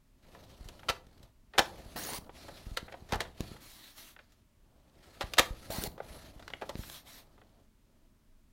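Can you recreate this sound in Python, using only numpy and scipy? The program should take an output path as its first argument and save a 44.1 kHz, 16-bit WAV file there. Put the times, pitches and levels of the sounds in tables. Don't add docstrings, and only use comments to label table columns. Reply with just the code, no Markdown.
import sys
import numpy as np
from scipy import signal
from scipy.fft import rfft, irfft, next_fast_len
from scipy.io import wavfile
from scipy.ndimage import map_coordinates

SR = 44100
rng = np.random.default_rng(int(sys.argv[2]) if len(sys.argv) > 2 else 0)


def int16_out(signal):
    q = np.round(np.clip(np.atleast_2d(signal).T, -1, 1) * 32767)
    wavfile.write(sys.argv[1], SR, q.astype(np.int16))


N = 375732
TIME = np.arange(N) / SR

# [f/Hz, relative level per Hz/dB]
PLASTIC = [(88, -45.5), (150, -13.5), (264, -9.5), (524, 0), (637, -3), (941, -6), (1060, -6.5),
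           (2060, -4.5), (2270, -9), (3350, -4.5), (5790, -12), (6260, -14.5), (9260, -23), (12900, -23),
           (16000, -30.5)]
# [start/s, end/s, rasp level/dB, table thump peak/dB]
CUTS = [(1.959, 2.188, -40.5, -37), (5.702, 5.877, -40, -32.5)]
# [t/s, peak/dB, top f/Hz]
SNAGS = [(2.1348, -25.5, 6900), (5.838, -18, 14000)]
# [t/s, strength/dB, hollow lows/dB, bright edge/dB, length/factor, ring f/Hz,
# table thump peak/dB]
SLAPS = [(0.8893, -27, -3, -3, 1.3, 1330, -31.5), (1.5835, -20, -0.5, -1, 0.94, 771, -31.5),
         (5.3851, -17.5, -3, 2, .92, 1304, -27.5)]


def amp(db):
    return 10 ** (np.asarray(db) / 20)


def unit(x):
    return x / np.sqrt(np.mean(x ** 2) + 1e-20)


def read(points, hz):
    f, value = np.transpose(points)
    return np.interp(np.log(hz + 1), np.log(f + 1), value)


def add(mix, s, sound):
    part = mix[max(round(s * SR), 0):][:len(sound)]
    part += sound[:len(part)]


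def band(x, lo_hz, hi_hz, order=2):
    edges = [lo_hz, min(hi_hz, SR / 2 - 100)]
    return signal.sosfilt(signal.butter(order, edges, "band", fs=SR, output="sos"), x)


def colour(x, points):
    size = next_fast_len(N)
    gain = amp(read(points, np.fft.rfftfreq(size, 1 / SR)))
    return unit(irfft(rfft(x, size) * gain, size)[:N])


def wander(per_s):
    knots = rng.standard_normal(N // 20)
    return unit(np.interp(TIME * per_s, np.arange(len(knots)), knots))


def friction(grain_db, flutter_db, flutter_per_s):
    slips = rng.standard_normal(N) * amp(grain_db * np.minimum(rng.exponential(1, N), 6))
    return unit(slips * amp(flutter_db * wander(flutter_per_s)))


def resonate(x, hz, width):
    turn = np.exp(2j * np.pi * np.cumsum(hz) / SR)
    r = np.exp(-np.pi * width / SR)
    return unit((turn * signal.lfilter([1 - r], [1, -r], x / turn)).real)


def streaks(x, depth_db, width_hz, life_s, climb_hz_per_s):
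    hz, t, z = signal.stft(x, SR, nperseg=512, noverlap=384)
    place = [(hz[:, None] - climb_hz_per_s * t) / width_hz, np.ones((len(hz), 1)) * t / life_s]
    patches = unit(map_coordinates(rng.standard_normal((256, 512)), place, order=1, mode="grid-wrap"))
    return unit(signal.istft(z * amp(depth_db * patches), SR, nperseg=512, noverlap=384)[1][:N])


def stroke(start, end, swell_db, rise_s, fall_s):
    gate = np.interp(TIME, [start - rise_s, start, end, end + fall_s], [0, 1, 1, 0])
    progress = np.clip((TIME - start) / (end - start) - .5, -.5, .5)
    return gate ** 2 * amp(swell_db * progress)


def room_tone(level_db=-64.5):
    # [f/Hz, relative level per Hz/dB]
    air_colour = [(12, -27), (20, 3), (68, -9.5), (104, -11), (187, -18), (221, -13), (335, -21.5),
                  (408, -24.5), (510, -32), (637, -24.5), (754, -38), (866, -30.5), (1650, -34.5),
                  (6290, -40), (15800, -43.5)]
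    return amp(level_db) * colour(rng.standard_normal(N), air_colour)


def room(x, wet_db=-12, first_s=0.0055, treble_db=-2, bass_db=-3):
    # [f/Hz, t60/s]
    decay = [(150, 0.91), (600, 0.36), (2000, 0.23), (5000, 0.22), (14000, 0.3)]
    size = SR // 2
    taps = rng.choice([-1., 1.], size) * (rng.random(size) < 3000 / SR)
    taps = taps * (np.arange(size) > first_s * SR)
    hz, t, z = signal.stft(taps, SR, nperseg=256)
    tail = signal.istft(z * amp(-60 * t / read(decay, hz)[:, None]), SR, nperseg=256)[1]
    tone_points = [(500, bass_db), (1000, 0), (4500, 0.012), (9000, treble_db)]  # f/Hz, level/dB
    tone = read(tone_points, np.fft.rfftfreq(len(tail), 1 / SR))
    reflections = irfft(rfft(tail / np.linalg.norm(tail)) * amp(tone))
    return amp(wet_db) * signal.oaconvolve(x, reflections)[:N]


def bumps(slap_lag_s=.01, slap_ms=1.9, cut_ms=1.3, snag_ms=.35):
    # [t/s, peak/dB, contact time/ms]
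    hand_bumps = [(.612, -39.5, 3.2), (.662, -39, 4.6), (1.07, -47, 1), (1.205, -45.5, 1), (1.239, -46, 4),
                  (1.864, -40, 3.1), (2.671, -33.5, 3.7), (2.722, -34, 6.2), (2.83, -35, 0.96),
                  (3.025, -40, 1.5), (3.13, -22.5, .9), (3.159, -28.5, 2.7), (3.4065, -22.5, 0.67),
                  (3.517, -35.5, 0.73), (5.243, -33, 3.1), (5.513, -29.5, 5.5), (5.786, -26, 1.2),
                  (6.11, -40.5, 2.2), (6.367, -42, 4.1), (6.755, -28.5, 0.64), (6.794, -28.5, 1.64)]
    rows = list(hand_bumps)
    rows += [(s + slap_lag_s, thump_db, slap_ms) for s, *_, thump_db in SLAPS]
    for (start, end, _, thump_db), (snag_s, *_) in zip(CUTS, SNAGS):
        rows += [(start, thump_db, cut_ms), (snag_s, thump_db, snag_ms), (end, thump_db, cut_ms)]
    return rows


def thumps(table_hz=37, table_q=1.25):
    # [f/Hz, level/dB, t60/s]
    board_modes = [(121, -16, 0.17), (210, -9, 0.045), (336, -6, 0.018)]
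    t, out = np.arange(SR // 5) / SR, np.zeros(N)
    w = 2 * np.pi * table_hz
    b, a = signal.bilinear([1, 0, 0], [1, w / table_q, w * w], SR)
    board = sum(2 * np.pi * hz / SR * amp(db - 60 * t / t60) * np.cos(2 * np.pi * hz * t)
                for hz, db, t60 in board_modes)
    for s, db, contact_ms in bumps():
        u = 1000 * t / contact_ms
        push = u * np.exp(-u)
        swing = signal.lfilter(b, a, push) + signal.fftconvolve(push, board)[:len(t)]
        add(out, s - contact_ms / 1000, amp(db) * swing / abs(swing).max())
    return out


def card(card_db=-3.0, rise_s=0.045, fall_s=0.085, fizz_above_hz=5900):
    # [start/s, end/s, level before card_db/dB, swell from start to end/dB,
    # extra fizz/dB]
    pushes = [(3.623, 3.906, -52.5, -0.5, -1), (3.98, 4.105, -52, -7.5, 1), (6.784, 6.965, -50, 4.5, 1.5),
              (7.079, 7.185, -50.5, 0.5, -2)]
    # [f/Hz, relative level per Hz/dB]
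    card_colour = [(180, -16), (300, -1.5), (477, -16), (592, -7.5), (1470, -8), (1990, -5), (2470, -8.5),
                   (4060, -3), (4790, -7.5), (5470, -7.5), (7620, -12.5), (13600, -9), (15800, -15)]
    swish = colour(friction(grain_db=0.4, flutter_db=0.74, flutter_per_s=110), card_colour)
    swish = streaks(swish, depth_db=2, width_hz=400, life_s=.06, climb_hz_per_s=0)
    fizz = signal.sosfiltfilt(signal.butter(2, fizz_above_hz, "high", fs=SR, output="sos"), swish)
    out = np.zeros(N)
    for start, end, db, swell_db, fizz_db in pushes:
        shape = stroke(start, end, swell_db, rise_s, fall_s)
        out += amp(card_db + db) * shape * (swish + (amp(fizz_db) - 1) * fizz)
    return out


def sliding(rise_s=0.12, fall_s=0.077, overrun_s=0.084, overrun_hiss_db=-79, overrun_grumble_db=-56):
    # [start/s, end/s, hiss drive/dB,
    # grumble drive/dB, swell from start to end/dB]
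    strokes = [(.17, 0.29, -76, -70.5, 18.5), (0.332, 0.897, -64.5, -59, 0.5), (1.02, 1.26, -72.5, -66, 7),
               (1.6, 1.947, -60.5, -55.5, -1), (2.38, 2.746, -58.5, -57.5, -3),
               (2.78, 3.309, -66.5, -61, 0), (3.408, 3.579, -59, -56.5, -4), (4.194, 4.4, -76, -79, -2),
               (4.648, 4.983, -81, -69, 12), (5.02, 5.352, -62, -59, 7), (5.45, 5.7, -60.5, -59, 5.5),
               (6.052, 6.171, -58, -53, 4), (6.182, 6.303, -59, -58, -3), (6.3, 6.8, -65, -59, 3.5),
               (6.82, 7.628, -76.5, -66.5, -7.5), (7.9, 8.064, -90.5, -75.5, -1.5)]
    overruns = [(start, end + overrun_s, overrun_hiss_db, overrun_grumble_db, 0) for start, end, *_ in CUTS]
    speed, pressure = np.zeros((2, N))
    for start, end, hiss_db, grumble_db, swell_db in list(strokes) + overruns:
        shape = stroke(start, end, swell_db, rise_s, fall_s)
        speed = np.maximum(speed, amp(hiss_db) * shape)
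        pressure = np.maximum(pressure, amp(grumble_db) * shape)
    return speed, pressure


def rubbing(hiss_db=-1, grumble_db=0.92, shift_db=3, catch_db=-16, catches_per_s=45):
    # [f/Hz, relative level per Hz/dB]
    hiss_colour = [(710, -37), (1200, -3), (1280, 4), (1540, -4), (1660, 1), (2550, -2), (2970, -2.5),
                   (3420, -1.5), (4280, -2.5), (8100, -12), (10300, -14), (11900, -10.5), (15800, -20.5)]
    # [f/Hz, relative level per Hz/dB]
    grumble_colour = [(30, 2), (70, 8), (150, 0.5), (300, 0), (450, -5), (600, -0.5), (900, -8),
                      (1300, -14), (2200, -34.5)]
    # [f/Hz, width/Hz, level at top speed/dB]
    squeaks = [(4200, 490, -5), (10400, 1100, -8)]
    speed, pressure = sliding()
    hiss = colour(friction(grain_db=1.0, flutter_db=2.5, flutter_per_s=100), hiss_colour)
    hiss = streaks(hiss, depth_db=1.8, width_hz=600, life_s=.05, climb_hz_per_s=-3000)
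    for hz, width, db in squeaks:
        squeak = resonate(rng.standard_normal(N), hz * (1 + 0.022 * wander(7)), width)
        hiss = hiss + amp(db + shift_db * wander(12)) * speed / speed.max() * squeak
    grumble = colour(friction(grain_db=2.5, flutter_db=1.7, flutter_per_s=40), grumble_colour)
    catches = rng.uniform(-0.87, 1, N) * (rng.random(N) < catches_per_s / SR)
    catches = colour(catches, PLASTIC)
    t = np.arange(SR // 40) / SR
    shiver = rng.standard_normal(len(t)) * amp(-60 * t / 0.028)
    catches = unit(signal.oaconvolve(catches, shiver)[:N])
    bed = amp(grumble_db) * grumble + amp(catch_db) * catches
    return amp(hiss_db) * speed * hiss + pressure * bed


def contacts(count=4, rebound_hollow_db=0, rebound_gap_ratio=1.05, give_lead_s=0.0046, give_db=-16,
             give_length=2.6):
    # [t/s, strength/dB, hollow lows/dB, bright edge/dB,
    # length/factor, ring f/Hz]
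    clicks = [(.349, -67, 20, -16, 0.9, 560), (.642, -63, 6, 6, 5, 620), (.687, -47, -3, -3, 0.9, 3420),
              (.793, -53.5, -2, -14, 1.6, 1346), (.832, -52.5, 3, -25, 0.98, 870),
              (1.067, -65, -17, -2, 1, 1400), (1.229, -61, -4, 1.5, 1.5, 4000),
              (1.536, -48.5, 2.5, -24.5, 2.4, 1823), (1.551, -54.5, 11.5, -37, 1.4, 800),
              (2.294, -62.5, 20, -24, 0.63, 604), (2.483, -60, 20.5, 3, 1.2, 560),
              (2.881, -49.5, 4, -37, 2.5, 1970), (2.923, -50.5, 7, -11, 1, 2280),
              (2.9395, -61.5, 23, -23, 0.7, 900), (3.089, -50, 0, -7, 5.5, 1810),
              (3.109, -57, 9, -4, 1.6, 1400), (3.133, -44, 18, -17, 1.9, 370),
              (3.1565, -53, -10, 6, .9, 3970), (3.19, -64, 20, -10, 1.5, 1720),
              (3.25, -50, 4, -30, 2.8, 1790), (3.4065, -46.5, 2, 4, .3, 4030),
              (3.564, -57.5, 5, -23, 0.68, 1820), (4.164, -50.5, -5, -36, 0.76, 1350),
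              (4.19, -49.5, -3, -33, 1.2, 1285), (4.32, -70, -2.5, 6, 3.7, 4000),
              (5.336, -32.5, -10, -8, 0.74, 3730), (5.3705, -46.5, 9.5, -6, 1.1, 790),
              (5.979, -62.5, 20, -8, 1.1, 780), (6.002, -59, 27.5, -42, 0.46, 780),
              (6.395, -57, 9.5, -5, 1.5, 1390), (6.425, -52, -6, -16, 1.5, 1400),
              (6.479, -43.5, -6, -13, 0.6, 1470), (6.502, -49, 1.5, -15, 0.63, 1430),
              (6.5355, -35.5, -6.5, -29, 0.67, 2880), (6.62, -56.5, 20.5, -6, 0.45, 675),
              (6.692, -48, 7, -13, 0.74, 552), (6.614, -52, 9, -10, 1, 1440),
              (6.755, -46.5, -14, -18, 0.11, 1360), (6.834, -49.5, -2, -21, 1.5, 1410),
              (6.899, -48.5, -6, -2, 0.35, 3300), (7.379, -69.5, 13, -20.5, 0.91, 1280),
              (7.415, -59.5, 4.5, -35, 1.4, 1340)]
    # [delay/s,
    # added strength/dB, added hollow lows/dB, added bright edge/dB]
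    landing = [(-.004, -8.5, 4.5, -11.5), (0, 2.5, -8, -10.5), (.008, 1, 0.5, -7), (.0125, -13, 5.5, -7),
               (.045, -30, 7, -7.5), (.075, -30, 5, -12)]
    # [t/s, strength/dB, hollow lows/dB,
    # bright edge/dB, first rebound gap/s, change per rebound/dB, ring f/Hz]
    clatters = [(2.7713, -28.5, -7.5, -10.5, .0026, -7.5, 1370), (3.1224, -33, 5, -7.5, .0105, -4, 930),
                (3.205, -30, -2.5, -8.5, .011, -10, 1760), (5.209, -34, 1.5, -11.5, .006, -3, 791),
                (6.6215, -56, 23, -8, .005, -17, 770), (6.6935, -48.5, 14.5, 3.5, .005, -20, 552)]
    rows = list(clicks)
    for s, db, low_db, edge_db, length, ring_hz, _ in SLAPS:
        rows += [(s + delay, db + part_db, low_db + hollow_db, edge_db + bright_db, length, ring_hz)
                 for delay, part_db, hollow_db, bright_db in landing]
    for s, db, low_db, edge_db, gap, rebound_db, ring_hz in clatters:
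        rows.append((s - give_lead_s, db + give_db, low_db, edge_db, give_length, ring_hz))
        for k in range(count):
            rows.append((s, db + k * rebound_db, low_db + k * rebound_hollow_db, edge_db, 1, ring_hz))
            s += gap * rebound_gap_ratio ** k
    return rows


def knocks(low_t60=0.065, mid_t60=0.032, high_t60=0.03, spot_t60=0.03, spot_db=-5.5, rise_s=0.00027,
           blow_s=0.0028, crack=1.8, dull_below_db=-12, dull_db_per_octave=28):
    t, out = np.arange(SR // 7) / SR, np.zeros(N)
    rise = 1 - np.exp(-t / rise_s)
    shiver = colour(rng.standard_normal(N), PLASTIC)
    tick = irfft(amp(read(PLASTIC, np.fft.rfftfreq(64, 1 / SR))))
    tick = np.roll(tick / tick.max(), 8)

    def same_energy(x):
        return x * np.sqrt(blow_s * SR / np.sum(x ** 2))

    for k, (s, db, low_db, edge_db, length, ring_hz) in enumerate(contacts()):
        soft = 2 ** np.clip((edge_db - dull_below_db) / dull_db_per_octave, -1, 0)
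        bands = [(250, 1250, 2, low_t60, low_db),
                 (1400, 5600 * soft, 2, mid_t60, 0),
                 (6200, 17000, 3, high_t60, edge_db)]
        grain = np.roll(shiver, -k * len(t))[:len(t)] * rise
        add(grain, 0, crack * tick)
        for lo_hz, hi_hz, order, t60, part_db in bands:
            part = band(grain * amp(-60 * t / (t60 * length)), lo_hz, hi_hz, order=order)
            add(out, s, amp(db + part_db) * same_energy(part))
            grain = -grain
        spot = np.sin(2 * np.pi * ring_hz * t + rng.uniform(0, 2 * np.pi))
        spot = spot * amp(-60 * t / (spot_t60 * length)) * rise
        add(out, s, amp(db + spot_db) * same_energy(spot))
    return out


def ring(x, ring_db=-58):
    # [f/Hz, relative level/dB, t60/s]
    rail_modes = [(113, 0, .25), (520, -13, .1), (560, -7, .1), (690, 0, .11), (791, 1, .16), (873, 0, .14),
                  (951, -1, .11), (1270, -4, .12), (1357, -3, .12), (1478, -6, .12), (1735, -6, .13),
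                  (1818, -6, .11), (2414, -6, .11), (2762, -4, .11), (3338, -3, .13), (3440, -4, .13),
                  (3734, -5, .12), (4036, -3, .11), (4260, -7, .11), (6116, -6, .08)]
    t = np.arange(SR // 3) / SR
    modes = sum(amp(db - 60 * t / t60) * np.cos(2 * np.pi * hz * t) for hz, db, t60 in rail_modes)
    return amp(ring_db) * signal.oaconvolve(x, modes)[:N]


def snags():
    t, out = np.arange(SR // 50) / SR, np.zeros(N)
    shiver = .2 * amp(-60 * t / .008)
    for s, db, top_hz in SNAGS:
        snap = band((t == 0) + shiver * rng.standard_normal(len(t)), 2800, top_hz)
        add(out, s, amp(db) * snap / abs(snap).max())
    return out


def cuts(blade_db=-7, sweep_per_s=0.36, unsteady=0.0067, bite_db=-42, bite_t60=0.049, tear_db=-10,
         entry_db=-0.5, entry_s=.012):
    # [f/Hz, relative level per Hz/dB]
    rasp_colour = [(59, -23), (100, -3), (868, -1), (1100, -8), (1540, -10), (2020, -17), (2560, -33.5),
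                   (4160, -13), (7370, -13.5), (15800, -13)]
    # [f at the start/Hz, width/Hz, relative level/dB]
    blade_modes = [(1920, 220, -6.5), (2800, 960, -4.5), (4110, 540, -1), (5720, 350, -11.5),
                   (9740, 900, -6), (14600, 910, -4.5)]
    fibres = colour(friction(grain_db=2.6, flutter_db=1.4, flutter_per_s=350), rasp_colour)
    fibres = streaks(fibres, depth_db=4.8, width_hz=260, life_s=.028, climb_hz_per_s=11000)
    tearing = unit(band(friction(grain_db=6.5, flutter_db=4.0, flutter_per_s=86), 510, 2200))
    wobble, out = unsteady * wander(45), np.zeros(N)
    for start, end, db, _ in CUTS:
        at = np.arange(round(start * SR), round(end * SR))
        t = (at - at[0]) / SR
        rise = np.exp(sweep_per_s * t + wobble[at])
        blade = sum(amp(mode_db) * resonate(rng.standard_normal(len(at)), hz * rise, width)
                    for hz, width, mode_db in blade_modes)
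        rasp = unit(fibres[at] + amp(blade_db) * blade + amp(tear_db) * tearing[at])
        rasp = amp(db + entry_db * np.exp(-t / entry_s)) * rasp
        bite = amp(bite_db - 60 * t / bite_t60) * tearing[at]
        add(out, start, (rasp + bite) * signal.windows.tukey(len(t), .025))
    return out


def scene():
    blows = knocks()
    near = thumps() + card() + rubbing() + blows + ring(blows) + snags() + cuts()
    return (near + room(near) + room_tone())[None]


def record(dry, edge_hz=16000):
    low_pass = signal.firwin(511, edge_hz, window=("kaiser", 8), fs=SR)
    return signal.oaconvolve(dry, low_pass[None], "same")


dry = scene()
out = record(dry)
int16_out(out)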